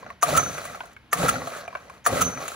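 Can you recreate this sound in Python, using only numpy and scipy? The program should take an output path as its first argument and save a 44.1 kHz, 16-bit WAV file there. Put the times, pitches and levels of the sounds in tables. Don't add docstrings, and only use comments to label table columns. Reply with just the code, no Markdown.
import sys
import numpy as np
from scipy import signal
from scipy.fft import rfft, irfft
from scipy.io import wavfile
from scipy.ndimage import uniform_filter1d

SR = 44100
rng = np.random.default_rng(int(sys.argv[2]) if len(sys.argv) > 2 else 0)


def invert_db(x):
    u = np.asarray(x, float) / 20
    return 10 ** u


def store_pcm(level_fs):
    pcm = np.round(np.clip(level_fs, -1, 1) * 32767).astype(np.int16)
    wavfile.write(sys.argv[1], SR, np.atleast_2d(pcm).T)


N = 112455

# [f/Hz, bandwidth/Hz, level/dB]
HOUSING_MODES = [(446, 140, -10.5), (604, 264, 0.5), (700, 84, 1.5), (1106, 57, -0.5), (1290, 158, 0.5),
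                 (1600, 170, -4), (1962, 130, -4.5), (2378, 314, -9), (4125, 840, -15.5), (6010, 390, -14)]


def level(x, db):
    return x * invert_db(db) / np.sqrt(np.mean(x ** 2) + 1e-30)


def colour(x, points):
    hz, db = np.array(points, float).T
    log_f = np.log(np.fft.rfftfreq(N, 1 / SR) + 1)
    gain_db = np.interp(log_f, np.log(np.maximum(hz, 1)), db)
    return irfft(rfft(x) * invert_db(gain_db), N)


def band(x, hz, width):
    return signal.lfilter(*signal.iirpeak(hz, hz / width, SR), x)


def ring(x, hz, t60):
    r = np.exp(-np.log(1000) / (t60 * SR))
    w = 2 * np.pi * hz / SR
    return signal.lfilter([0, np.sin(w)], [1, -2 * r * np.cos(w), r * r], x)


def decay(t, t60):
    return np.exp(-np.log(1000) * t / t60)


def burst(start, attack, t60):
    t = np.arange(N) / SR - start
    return np.clip(t / attack, 0, 1) * decay(np.clip(t - attack, 0, None), t60)


def unit_peak(x):
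    return x / np.abs(x).max()


def walk(rate):
    k = int(SR / rate)
    held = np.repeat(rng.standard_normal(N // k + 1), k)
    return 1.2 * uniform_filter1d(uniform_filter1d(held, k), k)[:N]


def clicks(rate, scatter_db):
    u, e = rng.random((N, 2)).T
    size_db = np.minimum(-np.log(1 - e), 2.5) * np.clip(scatter_db, 0, 4)
    sign = np.where(u < rate / SR / 2, 1, -1)
    return level((u < rate / SR) * invert_db(size_db) * sign, 0)


def effort(column):
    # [t/s, crank chuff level/dB, housing rattle level/dB, rope hiss level/dB]
    pulls = [
        [(0, -58.5, -48.5, -84), (.07, -52, -46, -71), (.13, -66, -50, -68)],
        [(.24, -53.5, -31.5, -44), (.29, -34, -28, -30.5), (.36, -32, -25.5, -32.5), (.41, -34.5, -30.5, -35),
         (.48, -37, -35.5, -42), (.6, -53.5, -36.5, -43), (.67, -53.5, -39.5, -42.5), (.74, -51, -40.5, -51),
         (.92, -92, -52, -64)],
        [(1.14, -53, -33.5, -50), (1.18, -35, -33, -33.5), (1.23, -32.5, -29.5, -29.5),
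         (1.3, -31.5, -27.5, -34), (1.36, -39, -34, -43.5), (1.4, -39.5, -36.5, -47.5), (1.58, -54, -37.5, -43),
         (1.67, -73, -46, -63), (1.98, -69, -51.5, -60)],
        [(2.075, -45, -27, -48), (2.12, -32, -34, -34), (2.19, -35, -27.5, -31.5), (2.25, -30.5, -33.5, -38),
         (2.3, -40.5, -36.5, -42), (2.36, -42.5, -40.5, -52), (2.42, -48.5, -34.5, -42.5),
         (2.55, -71, -42, -41.5)],
    ]
    t = np.arange(N) / SR
    db = np.full(N, -90.)
    for pull in pulls:
        p = np.array(pull)
        at = np.r_[p[0, 0] - .02, p[:, 0], p[-1, 0] + .08]
        db = np.maximum(db, np.interp(t, at, np.r_[-90, p[:, column], -90]))
    return db


def crack():
    # [f/Hz, level/dB per Hz]
    crack_spectrum = [(1500, -2.5), (3000, -8.5), (5200, -14), (7000, 0), (9500, -5.5), (12000, -14),
                      (15500, -11)]
    contacts = rng.standard_normal(N) + .5 * clicks(2000, 9.0)
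    return level(colour(contacts, [(300, -22.5)] + crack_spectrum), 0)


def catches():
    # [t/s, peak level/dB, lead of first touch/s, touch level/dB, cover ring level/dB]
    pawl_catches = [
        (.228, -5.5, 0.0051, -20.5, -16),
        (1.129, -6.5, 0.0057, -26, -28),
        (2.062, -4, 0.0102, -24.5, -18),
    ]
    # [f/Hz, level/dB, t60/s]
    pawl_modes = [(1052, -14, 0.1), (1180, 0.5, 0.04), (1237, 8.5, 0.032), (1450, -31, 0.013),
                  (1773, -2.5, 0.025), (1863, -15.5, 0.028), (2580, -53, 0.054), (4300, -14, 0.025),
                  (6040, -7, 0.037), (7400, -27, 0.019), (9180, -7, 0.082), (11390, -10, 0.032)]
    cover_hz, cover_t60_s = 700, 0.059
    mode_scatter_db = 4.6
    out, noise, time = np.zeros(N), crack(), np.arange(N) / SR
    for t, db, lead, touch_db, cover_db in pawl_catches:
        blows = rng.standard_normal(N) * burst(t, 0.00079, 0.024)
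        tint = rng.standard_normal(len(pawl_modes))
        body = sum(invert_db(g + mode_scatter_db * c) * ring(blows, hz, t60)
                   for c, (hz, g, t60) in zip(tint, pawl_modes))
        out += invert_db(db) * (unit_peak(body) + invert_db(-11.5) * noise * burst(t, 0.00024, 0.074))
        cover = burst(t, 0.0095, cover_t60_s) * np.sin(2 * np.pi * cover_hz * (time - t))
        out += invert_db(cover_db) * cover
        touch = burst(t - lead, 0.0026, 0.023) + 0.16 * burst(t - lead - .012, 0.0094, 0.034)
        bright = level(band(noise, 6170, 343), -3)
        dull = level(band(noise, 870, 1400), -6.5)
        out += invert_db(touch_db) * touch * (0.47 * noise + bright + dull)
    return out


def rope_ends():
    # [t/s, level/dB, duration/s, spring ring level/dB]
    rope_snaps = [
        (0.363, -18, 0.022, -24),
        (1.279, -20, 0.021, -38),
        (2.206, -21, 0.024, -25),
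    ]
    # [f/Hz, level/dB, t60/s]
    spring_modes = [(6050, 0, .55), (5960, -13, .4), (7270, -18, .3)]
    snap_hz, snap_per_s, crack_db = 1327, 2500, 1
    taut_excess, relax_s = .022, .09
    flutter_db = 3.5
    out, noise, t = np.zeros(N), crack(), np.arange(N) / SR
    for start, db, length, ring_db in rope_snaps:
        shape = np.sin(np.pi * np.clip((t - start) / length, 0, 1)) ** 0.57
        clatter = clicks(snap_per_s, 0.784) * shape
        body = ring(ring(clatter, snap_hz, 0.029), snap_hz, 0.0048)
        snap = shape + 1.1 * burst(start + length / 2, 0.0023, 0.0059)
        out += invert_db(db) * (unit_peak(body) * 2.82 + invert_db(crack_db) * noise * snap)
        bent = t - taut_excess * relax_s * np.exp(-np.clip(t - start, 0, None) / relax_s)
        flutter = invert_db(ring_db + flutter_db * walk(90))
        out += flutter * sum(invert_db(g) * burst(start + .003, .006, t60) * np.sin(2 * np.pi * hz * bent)
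                             for hz, g, t60 in spring_modes)
    return out


def crank():
    # [f/Hz, bandwidth/Hz, level/dB]
    cavity_modes = [(72.2, 23, -5.5), (105, 58, -3), (159.4, 53.4, -1.5), (243.3, 22, -1), (476, 131, -5.5)]
    chuff_per_s, puff_scatter_db = 125, 5.0
    steps = np.cumsum(chuff_per_s * (1 + 0.23 * walk(40)) / SR)
    puffs = np.diff(np.floor(steps), prepend=0) * invert_db(puff_scatter_db * walk(150))
    push = level(puffs, 0) + 0.68 * clicks(300, 1.2)
    body = sum(invert_db(db) * band(band(push, hz, w), hz, 4 * w) for hz, w, db in cavity_modes)
    return level(body, 0) * invert_db(effort(column=1) + 3.0)


def housing_panel(chatter, hz, width):
    shared = 0.81 * chatter * invert_db(3.5 * walk(55))
    own = clicks(90, 2.0)
    return band(band(shared + own, hz, width), hz, 3 * width)


def rattle():
    # [f/Hz, level/dB per Hz]
    rope_spectrum = [(2000, -8), (3000, -7), (4000, -8), (5200, -15), (7500, -3), (9500, -10.5),
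                     (11000, -13.5), (15300, -16)]
    rattle_per_s, scatter_db, flicker_db = 650, 7, 1.5
    chatter = clicks(rattle_per_s, scatter_db) * invert_db(2.0 * walk(46.52)) + 0.38 * rng.standard_normal(N)
    body = sum((-1) ** k * invert_db(g) * housing_panel(chatter, hz, w)
               for k, (hz, w, g) in enumerate(HOUSING_MODES))
    friction = rng.standard_normal(N) + 1.1 * clicks(1500, 2.6)
    hiss = colour(friction, [(1200, -31)] + rope_spectrum)
    body = level(body, 0) * invert_db(effort(column=2))
    return body + level(hiss, 0) * invert_db(effort(column=3) + flicker_db * walk(60))


def knock(start, db, hzs, treble_db, around_db, noise):
    n, at = 4096, int(start * SR)
    t = np.arange(n) / SR
    blow = rng.standard_normal(n) * np.clip(t / 0.00091, 0, 1) * decay(t, 0.011)
    around = sum((-1) ** k * invert_db(g) * band(blow, f, w)
                 for k, (f, w, g) in enumerate(HOUSING_MODES[:-2]))
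    body = sum(invert_db(-3.5 * k) * unit_peak(ring(blow, hz, 0.034)) for k, hz in enumerate(hzs))
    body = body + invert_db(around_db) * unit_peak(around)
    tick = noise[at % (N - n):][:n] * np.clip(t / .0011, 0, 1) * decay(t, 0.03)
    out = np.zeros(N + n)
    out[at:at + n] = invert_db(db) * (unit_peak(body) + invert_db(treble_db) * tick)
    return out[:N]


def knocks():
    # [t/s, peak level/dB, f/Hz, second f/Hz, treble level/dB]
    loose_knocks = [(0.028, -29, 1035, 540, -50), (.063, -28.5, 644, 1420, -40),
                    (.102, -25.5, 1107, 1820, -24), (0.58, -19.5, 674, 1340, -13.5),
                    (.652, -23.5, 1130, 650, -8), (.747, -25, 715, 1300, -21), (.755, -33, 2280, 690, -9),
                    (.805, -21, 1040, 1480, -43), (.835, -33.5, 684, 1050, -18),
                    (.854, -37.5, 1400, 673, -5.5), (0.871, -37, 700, 1340, -20),
                    (.93, -52, 655, 1300, 1.5), (0.964, -31, 1530, 2190, -28),
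                    (1.471, -19, 700, 1310, -14.5), (1.562, -27, 590, 1300, -17),
                    (1.678, -22, 690, 2360, -25), (1.727, -31, 1016, 625, -29),
                    (1.751, -17.5, 1080, 1535, -38), (1.753, -21, 580, 2300, -33),
                    (1.77, -30.5, 1100, 700, -21.5), (1.897, -29.5, 1060, 1510, -18),
                    (2.374, -24, 1280, 650, -28), (2.414, -27, 780, 1287, -26),
                    (2.454, -32, 1280, 660, -25), (2.479, -26, 1270, 660, 1), (2.516, -28, 1370, 660, -13)]
    # [t/s, peak level/dB, f/Hz]
    ratchet_teeth = [(.265, -25, 1296), (.288, -17, 611), (.305, -20, 1250), (.326, -16.5, 584),
                     (.35, -13, 1300), (.396, -12, 1290), (.427, -23, 590), (.428, -23.5, 1290),
                     (.462, -21, 1370), (.495, -30, 540), (.695, -36, 610), (1.18, -28, 1180),
                     (1.202, -20, 593), (1.217, -20, 1350), (1.23, -15.5, 573), (1.24, -23, 1250),
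                     (1.247, -13, 470), (1.259, -16.5, 1310), (1.339, -21.5, 718), (1.356, -20.5, 1400),
                     (1.418, -29.5, 775), (1.588, -31.5, 563), (2.103, -22, 690), (2.127, -14, 563),
                     (2.15, -23.5, 1320), (2.157, -19, 581), (2.169, -19.5, 536), (2.17, -20, 1330),
                     (2.19, -25, 600), (2.28, -26, 1370), (2.295, -23.5, 650)]
    noise = crack()
    loose = sum(knock(t, db, (hz, second_hz), treble_db + 3.0, -4.0, noise)
                for t, db, hz, second_hz, treble_db in loose_knocks)
    return loose + sum(knock(t, db, (hz,), -20.5, -11.0, noise) for t, db, hz in ratchet_teeth)


def air():
    # [f/Hz, level/dB per Hz]
    air_spectrum = [(25, -12.5), (70, 4), (220, -2.5), (500, -11.5), (1650, -12), (3000, -16), (6400, -31),
                    (16000, -37.5)]
    air_db, swell_db = -53.5, 1.2
    return level(colour(rng.standard_normal(N), air_spectrum), air_db) * invert_db(swell_db * walk(1.1))


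def smear(x, t60):
    tail = rng.standard_normal(N) * burst(0.0025, 0.0025, t60)
    return irfft(rfft(x) * rfft(level(tail, -10 * np.log10(N))), N)


def scene():
    # [f/Hz, lead/half turns]
    port_lead = [(30, .05), (500, 0.29), (1200, 0.35), (3000, 0.5), (4300, 0.37), (6500, 0.57)]
    # [f/Hz, lead/half turns]
    port_comb = [(7700, .8), (8100, .96), (8500, 1.0), (9000, 1.05), (9500, 1.4), (10400, 1.94),
                 (11500, 2.05), (12200, 2.6), (12700, 2.95), (13500, 3.0), (14200, 3.05), (15500, 3.95)]
    # [f/Hz, left minus right level/dB]
    port_balance = [(100, 1), (500, -2), (1500, 1.5), (3000, 0.5), (5700, -3)]
    wall_db, wall_t60_s = -15, 0.34
    likeness, side_db = .5, -1.5
    floor = signal.butter(4, 400, "high", fs=SR, output="sos")
    hits = signal.sosfilt(floor, catches() + rope_ends() + knocks())
    direct = crank() + rattle() + air() + hits
    mid = direct + invert_db(wall_db) * smear(direct, wall_t60_s)
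    other_way = crank() + rattle() + air() + smear(hits, 0.0086)
    side = likeness * mid + np.sqrt(1 - likeness ** 2) * other_way
    hz, turns = np.array(port_lead + port_comb).T
    log_f = np.log(np.fft.rfftfreq(N, 1 / SR) + 1)
    half = np.pi / 2 * np.interp(log_f, np.log(hz), turns)
    m = irfft(rfft(mid) * np.cos(half), N)
    s = irfft(-1j * rfft(side) * invert_db(side_db) * np.sin(half), N)
    balance = port_balance + [(7000, 0)]
    left = colour(m + s, [(f, db / 2) for f, db in balance])
    right = colour(m - s, [(f, -db / 2) for f, db in balance])
    return np.array([left, right])


def roll_off(x):
    return signal.sosfilt(signal.butter(12, 16970, fs=SR, output="sos"), x)


def record(dry):
    x = signal.sosfilt(signal.ellip(10, .2, 60, 15700, fs=SR, output="sos"), dry)
    x = signal.sosfilt(signal.butter(3, 45, "high", fs=SR, output="sos"), x)
    return roll_off(x)


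dry = scene()
out = record(dry)
store_pcm(out)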